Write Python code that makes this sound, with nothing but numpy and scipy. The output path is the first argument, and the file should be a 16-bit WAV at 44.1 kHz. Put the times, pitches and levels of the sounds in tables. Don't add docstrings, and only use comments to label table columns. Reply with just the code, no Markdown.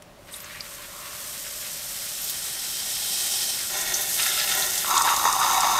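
import sys
import numpy as np
from scipy import signal
from scipy.fft import rfft, irfft, next_fast_len
from scipy.io import wavfile

SR = 44100
rng = np.random.default_rng(int(sys.argv[2]) if len(sys.argv) > 2 else 0)


def file_out(sig):
    cols = np.atleast_2d(sig).T
    lim = np.clip(cols, -1, 1)
    pcm = np.round(lim * 32767).astype(np.int16)
    wavfile.write(sys.argv[1], SR, pcm)


N = 255582
TIME = np.arange(N) / SR
SIZE = next_fast_len(N)
FREQ = np.maximum(np.fft.rfftfreq(SIZE, 1 / SR), 1)

# pitch_hz, relative_level_db
VAN_COLOUR = [(15, -27), (27, -8.5), (40, -4), (55, -12), (90, -9), (180, -8), (290, -14), (375, -12),
              (470, -15), (620, -11.5), (790, -15.5), (1200, -17.5), (15000, -37)]
JET_COLOUR = [(300, -46), (1100, -37), (2400, -13), (3100, -6), (3700, -4.5), (4500, -4), (5500, -0.5),
              (6900, -0.5), (8500, 2), (10600, -4), (12300, 0), (13600, -2.5), (14400, -4), (15500, -16)]
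FIZZ_COLOUR = [(400, -35), (900, -5.5), (1400, 5), (2000, 6.5), (2400, 4.5), (2900, 4), (4400, 1.5),
               (6500, -9.5), (15000, -16)]
FILM_COLOUR = [(1000, -12.5), (3000, -44), (4400, -4.5), (5000, -2), (5600, -4), (6250, 6.5), (7000, -5),
               (7600, -9), (9000, -20), (10000, -21), (12200, -6), (15000, -28)]
# pitch_hz, width_hz, relative_level_db
PUMP_MODES = [(549, 14.5, 0.048), (603, 28, 0.46)]
HEAD_MODES = [(1040, 140, 1.7), (1310, 150, 0.5)]
WALL_MODES = [(784, 52, -5.5), (1470, 120, -21), (2100, 120, -17), (2530, 82, -2.5), (3140, 155, 3.5),
              (3870, 530, 1), (5390, 720, 3.5), (8220, 590, 2.5), (9900, 1000, -4)]
FLOOR_MODES = [(379, 19, -0.5), (605, 26, -0.5), (744, 80, -2), (820, 57, 1), (1016, 18, 1.5),
               (1407, 95, -2.5), (1780, 90, -1.5), (1892, 46, 3), (2200, 38, 1), (2670, 180, -6.5),
               (3570, 140, 1.5), (4170, 37, -5)]
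RIM_MODES = [(1317, 69, 1.5), (1425, 180, -3), (1700, 37, 2.5), (2060, 90, 2), (2630, 170, 2),
             (3100, 730, -2.5), (3630, 130, 6), (3930, 140, 0), (4520, 100, -2.5), (5120, 100, 2),
             (6370, 330, -18), (8500, 540, -10)]
PANEL_MODES = [(757, 59, -4.5), (838, 72, -2), (927.6, 20.5, 0), (1018, 42, 2.5), (1140, 78, 2),
               (1251, 23, -0.5), (1340, 20, -1), (1460, 69, -6.5)]
PANEL_OVERTONES = [(1815, 180, 2.5), (2246, 39, 4), (2550, 160, -2.5), (2880, 68, -0.5), (3600, 126, 5.5),
                   (3900, 95, 3), (4730, 90, -1.5), (5120, 120, -0.5), (6250, 310, -0.5), (6930, 200, 0.5)]

# start_s, level_db, pitch_hz, half_width_hz, decay_s
AIR_POPS = [(0.0224, -36.5, 6800, 4500, 0.0026), (0.327, -38, 13000, 1000, 0.006),
            (0.339, -27.5, 3720, 198, 0.004), (0.359, -40, 11500, 3500, 0.012),
            (0.403, -32, 7500, 6000, 0.0031), (0.443, -34, 6860, 1300, 0.0045),
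            (0.497, -41, 2000, 300, 0.02), (0.544, -36.5, 2230, 400, 0.025), (0.595, -39, 2190, 250, 0.015),
            (0.6061, -20.5, 4560, 690, 0.0032)]
# start_s, level_db, pitch_hz, half_width_hz, decay_s
WATER_SLAPS = [(2.218, -30, 13200, 1200, 0.009), (2.243, -26.5, 12900, 1500, 0.0055),
               (2.288, -31, 5670, 2500, 0.012), (2.296, -24.5, 10000, 6000, 0.014),
               (3.8104, -26, 7140, 1300, 0.013), (3.94, -19, 6200, 800, 0.013),
               (4.0104, -25, 12070, 2200, 0.02), (4.195, -19.5, 2650, 1390, 0.008),
               (4.2224, -13.5, 8400, 1400, 0.0026), (4.23, -17.5, 5200, 1200, 0.0054),
               (4.262, -20, 2100, 600, 0.0036), (4.398, -19, 3860, 1500, 0.0093),
               (4.4375, -21, 3940, 1200, 0.005), (4.548, -28, 13700, 1200, 0.016),
               (4.622, -24, 4040, 500, 0.0091), (4.775, -20, 7300, 3000, 0.014),
               (4.845, -21.5, 1420, 600, 0.0055), (4.9708, -18, 3660, 493, 0.0066),
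               (4.978, -10, 6700, 1500, 0.0029), (5.019, -15, 6980, 2000, 0.0045),
               (5.075, -18, 1210, 500, 0.014), (5.163, -14.5, 6630, 2000, 0.003),
               (5.253, -11.5, 960, 290, 0.004), (5.3266, -13, 6340, 2000, 0.0024),
               (5.605, -17, 6660, 2490, 0.0062)]
# time_s, level_db
FLOW = [(0.2, -66), (0.32, -53), (0.85, -46), (1.3, -39), (2.1, -36.5), (2.7, -35.5), (3.25, -31.5),
        (3.7, -34), (4.25, -29), (5.05, -31.5), (5.35, -33.5), (5.8, -33.5)]
# start_s, end_s, level_db
SPURTS = [(0.31, 0.37, -46), (0.51, 0.56, -49), (0.635, 0.76, -45.5), (2.21, 2.31, -38)]
# start_s, end_s, level_db
FLOOR_PASSES = [(3.1, 3.4, -49.5), (3.69, 4.01, -34), (4.12, 4.45, -40), (4.47, 4.68, -32)]
# start_s, end_s, level_db
RIM_PASSES = [(4.175, 4.42, -26.5), (4.47, 4.52, -25.5), (4.73, 4.87, -33.5), (5.06, 5.11, -30.5),
              (5.405, 5.49, -31.5), (5.58, 5.8, -35.5)]
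# start_s, end_s, level_db
PANEL_SURGES = [(4.89, 5.1, -25), (5.23, 5.28, -23.5), (5.395, 5.57, -23.5), (5.63, 5.8, -23.5)]
# time_s, pitch_hz
PANEL_SPOT = [(4.85, 1130), (4.95, 1070), (5.1, 1070), (5.27, 1000), (5.45, 1070), (5.55, 914), (5.72, 970),
              (5.78, 1220)]

FIZZ_START_S, FIZZ_END_S, FIZZ_DB, FIZZ_FOLLOWS = 0.262, 5, -36.5, 0.2
FULL_S, GURGLE_DB, GURGLE_RISE_S, GURGLE_FALL_S, GURGLE_REST_DB = 1.03, -49.5, 0.18, 0.2, -55.5
WALL_START_S, WALL_END_S, WALL_DB, WALL_RISE_DB_PER_S = 1.13, 3.416, -28, 9
SPUTTER_START_S, SPUTTER_DB, SPUTTER_HZ = 3.66, 1, 22.6
STRAY_DB = -10
FILM_FLOOR_DB, FILM_PANEL_DB = -0.5, -11
PANEL_START_S, PANEL_DB = 4.85, -25.5
BURBLE_OCTAVES = 0.14
TOP_HZ = 15600


def amp(db):
    return 10 ** (np.asarray(db) / 20)


def unit(x):
    return x / np.sqrt(np.mean(x ** 2))


def fader(curve):
    s, level_db = np.transpose(curve)
    outside_s = np.maximum(s[0] - TIME, 0) + np.maximum(TIME - s[-1], 0)
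    return amp(np.interp(TIME, s, level_db)) * np.exp(-outside_s / .05)


def dwell(start_s, end_s, attack_s, release_s):
    rise = 1 - np.exp(-np.maximum(TIME - start_s, 0) / attack_s)
    return rise * np.exp(-np.maximum(TIME - end_s, 0) / release_s)


def passes(table, attack_s, release_s):
    power = sum((amp(db) * dwell(start_s, end_s, attack_s, release_s)) ** 2
                for start_s, end_s, db in table)
    return np.sqrt(power)


def walk(rate):
    smoothing = 1 + (FREQ / rate) ** 4
    return unit(irfft(rfft(rng.standard_normal(SIZE)) / smoothing, SIZE)[:N])


def colour(x, points):
    hz, db = np.transpose(points)
    log_gain = np.log(amp(np.interp(np.log(FREQ), np.log(hz), db)))
    cepstrum = irfft(log_gain, SIZE)
    response = np.exp(rfft(2 * cepstrum[:SIZE // 2], SIZE))
    return unit(irfft(rfft(x, SIZE) * response, SIZE)[:N])


def ring(x, modes):
    response = sum((-1) ** k * amp(db) / (1 + 1j * (FREQ ** 2 - hz ** 2) / (FREQ * width_hz))
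                   for k, (hz, width_hz, db) in enumerate(modes))
    return unit(irfft(rfft(x, SIZE) * response, SIZE)[:N])


def drops(rate, spread_db, swell_db, swell_rate):
    lands = rng.random(N) < rate / SR
    size_db = spread_db * np.minimum(rng.standard_normal(N), 2) + swell_db * walk(swell_rate)
    return lands * amp(size_db) * rng.choice([-1, 1], N)


def bursts(table, rise_s):
    out = np.zeros(2 * N)
    t = TIME[:SR // 10]
    for start_s, db, hz, half_width_hz, decay_s in table:
        edges = np.clip([hz - half_width_hz, hz + half_width_hz], 200, .48 * SR)
        band = signal.butter(2, edges, "bandpass", fs=SR)
        splash = unit(signal.lfilter(*band, rng.standard_normal(len(t))))
        envelope = (1 - np.exp(-t / rise_s)) * np.exp(-t / decay_s)
        start = max(int(start_s * SR), 0)
        out[start:start + len(t)] += amp(db) * splash * envelope
    return out[:N]


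def van():
    rumble_gain = fader([(0, -50), (2.1, -49.5), (4.5, -47.5), (5.8, -45)])
    pump_gain = fader([(0, -57), (1.9, -54), (2.6, -63.5), (5.8, -49)])
    rumble = colour(rng.standard_normal(N), VAN_COLOUR) * rumble_gain
    pump = ring(rng.standard_normal(N), PUMP_MODES) * pump_gain
    return rumble + pump


def valve_and_air_pops():
    return amp(-1) * bursts(AIR_POPS, rise_s=0.00016)


def spray(flow):
    mist = drops(rate=11000, spread_db=2.0, swell_db=0.84, swell_rate=110)
    jets = np.hypot(flow, passes(SPURTS, attack_s=.015, release_s=0.016))
    churning = dwell(SPUTTER_START_S, TIME[-1], attack_s=0.072, release_s=1)
    sputter_db = SPUTTER_DB * walk(SPUTTER_HZ) * churning
    flutter_db = 0.36 * walk(22)
    return colour(mist, JET_COLOUR) * jets * amp(3 + flutter_db + sputter_db)


def fizz(flow):
    wet_air = dwell(FIZZ_START_S, FIZZ_END_S, attack_s=0.012, release_s=0.61)
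    aerated = amp(FIZZ_DB) * flow ** FIZZ_FOLLOWS * wet_air
    froth = amp(-46.5) * dwell(0.45, 0.57, attack_s=.02, release_s=.02)
    bubbles = drops(rate=5000, spread_db=2.5, swell_db=1.7, swell_rate=16)
    return colour(bubbles, FIZZ_COLOUR) * np.hypot(aerated, froth)


def gurgle():
    filling = np.exp(np.minimum((TIME - FULL_S) / GURGLE_RISE_S, (FULL_S - TIME) / GURGLE_FALL_S))
    resting = dwell(FIZZ_START_S, FULL_S, attack_s=0.013, release_s=1.9)
    bubbling = amp(GURGLE_DB) * filling + amp(GURGLE_REST_DB) * resting
    bubbles = drops(rate=1100, spread_db=0.5, swell_db=0.0, swell_rate=50)
    return ring(bubbles, HEAD_MODES) * bubbling


def squeal():
    climb_hz = np.interp(TIME, [.32, .36, .385, .415, .435], [8500, 9340, 11500, 12700, 15200])
    pitch_hz = climb_hz + 700 * walk(880)
    tone = np.sin(2 * np.pi * np.cumsum(pitch_hz) / SR)
    sputter = amp(3.7 * walk(150))
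    return tone * sputter * amp(-42.0) * dwell(0.31, .425, attack_s=.008, release_s=.007)


def tray_wall():
    closing_db = WALL_DB + WALL_RISE_DB_PER_S * np.minimum(TIME - WALL_END_S, 0)
    grazing = amp(closing_db) * dwell(WALL_START_S, WALL_END_S, attack_s=0.057, release_s=0.25)
    return ring(drops(rate=12000, spread_db=3.0, swell_db=1, swell_rate=31), WALL_MODES) * grazing


def tray_floor(flow, on_floor):
    stray = flow * amp(STRAY_DB) * dwell(1.5, TIME[-1], attack_s=0.78, release_s=1)
    patter = drops(rate=1800, spread_db=0.0, swell_db=1.0, swell_rate=37)
    return ring(patter, FLOOR_MODES) * np.hypot(on_floor, stray)


def slaps():
    return bursts(WATER_SLAPS, rise_s=0.00049)


def water_film(on_floor, on_panel):
    splashing = amp(FILM_FLOOR_DB) * on_floor + amp(FILM_PANEL_DB) * on_panel
    return colour(drops(rate=2700, spread_db=8.0, swell_db=1.5, swell_rate=110), FILM_COLOUR) * splashing


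def tray_rim():
    on_rim = passes(RIM_PASSES, attack_s=0.004, release_s=0.055)
    splatter = drops(rate=3000, spread_db=4.5, swell_db=3.0, swell_rate=190)
    return ring(splatter, RIM_MODES) * on_rim * amp(-1.5)


def panel(on_panel):
    favoured_hz = np.interp(TIME, *np.transpose(PANEL_SPOT)) * 2 ** (BURBLE_OCTAVES * walk(50))
    lumps = drops(rate=850, spread_db=2.5, swell_db=3, swell_rate=164)
    boom = np.zeros(N)
    for k, (hz, width_hz, db) in enumerate(PANEL_MODES):
        off_spot_db = -30 * np.log2(hz / favoured_hz) ** 2
        boom += (-1) ** k * amp(db) * ring(lumps * amp(off_spot_db), [(hz, width_hz, 0)])
    knock = ring(lumps, PANEL_OVERTONES)
    thud = ring(lumps, [(360, 106, 0), (574, 60, 0)])
    return (unit(boom) + amp(-7) * knock + amp(-24) * thud) * on_panel


def washroom(x, t60_s, wet_db):
    t = TIME[:SR // 4]
    echoes = rng.standard_normal(len(t)) * np.exp(-np.log(1000) * t / t60_s) * (t > .002)
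    wet = signal.fftconvolve(x, echoes / np.linalg.norm(echoes))[:N]
    return (x + amp(wet_db) * wet) / np.hypot(1, amp(wet_db))


def scene():
    flow = fader(FLOW)
    on_floor = passes(FLOOR_PASSES, attack_s=0.018, release_s=0.086)
    resting = amp(PANEL_DB) * dwell(PANEL_START_S, TIME[-1], attack_s=0.033, release_s=1)
    on_panel = np.hypot(resting, passes(PANEL_SURGES, attack_s=0.01, release_s=0.055))
    head = valve_and_air_pops() + fizz(flow) + gurgle() + squeal()
    tray = tray_wall() + tray_floor(flow, on_floor) + slaps() + water_film(on_floor, on_panel) + tray_rim()
    water = head + spray(flow) + tray + panel(on_panel)
    mono = washroom(water, t60_s=0.13, wet_db=-11.5) + van()
    return np.array([mono, mono])


def record(dry):
    return signal.sosfilt(signal.ellip(10, .2, 80, TOP_HZ, fs=SR, output="sos"), dry)


dry = scene()
out = record(dry)
file_out(out)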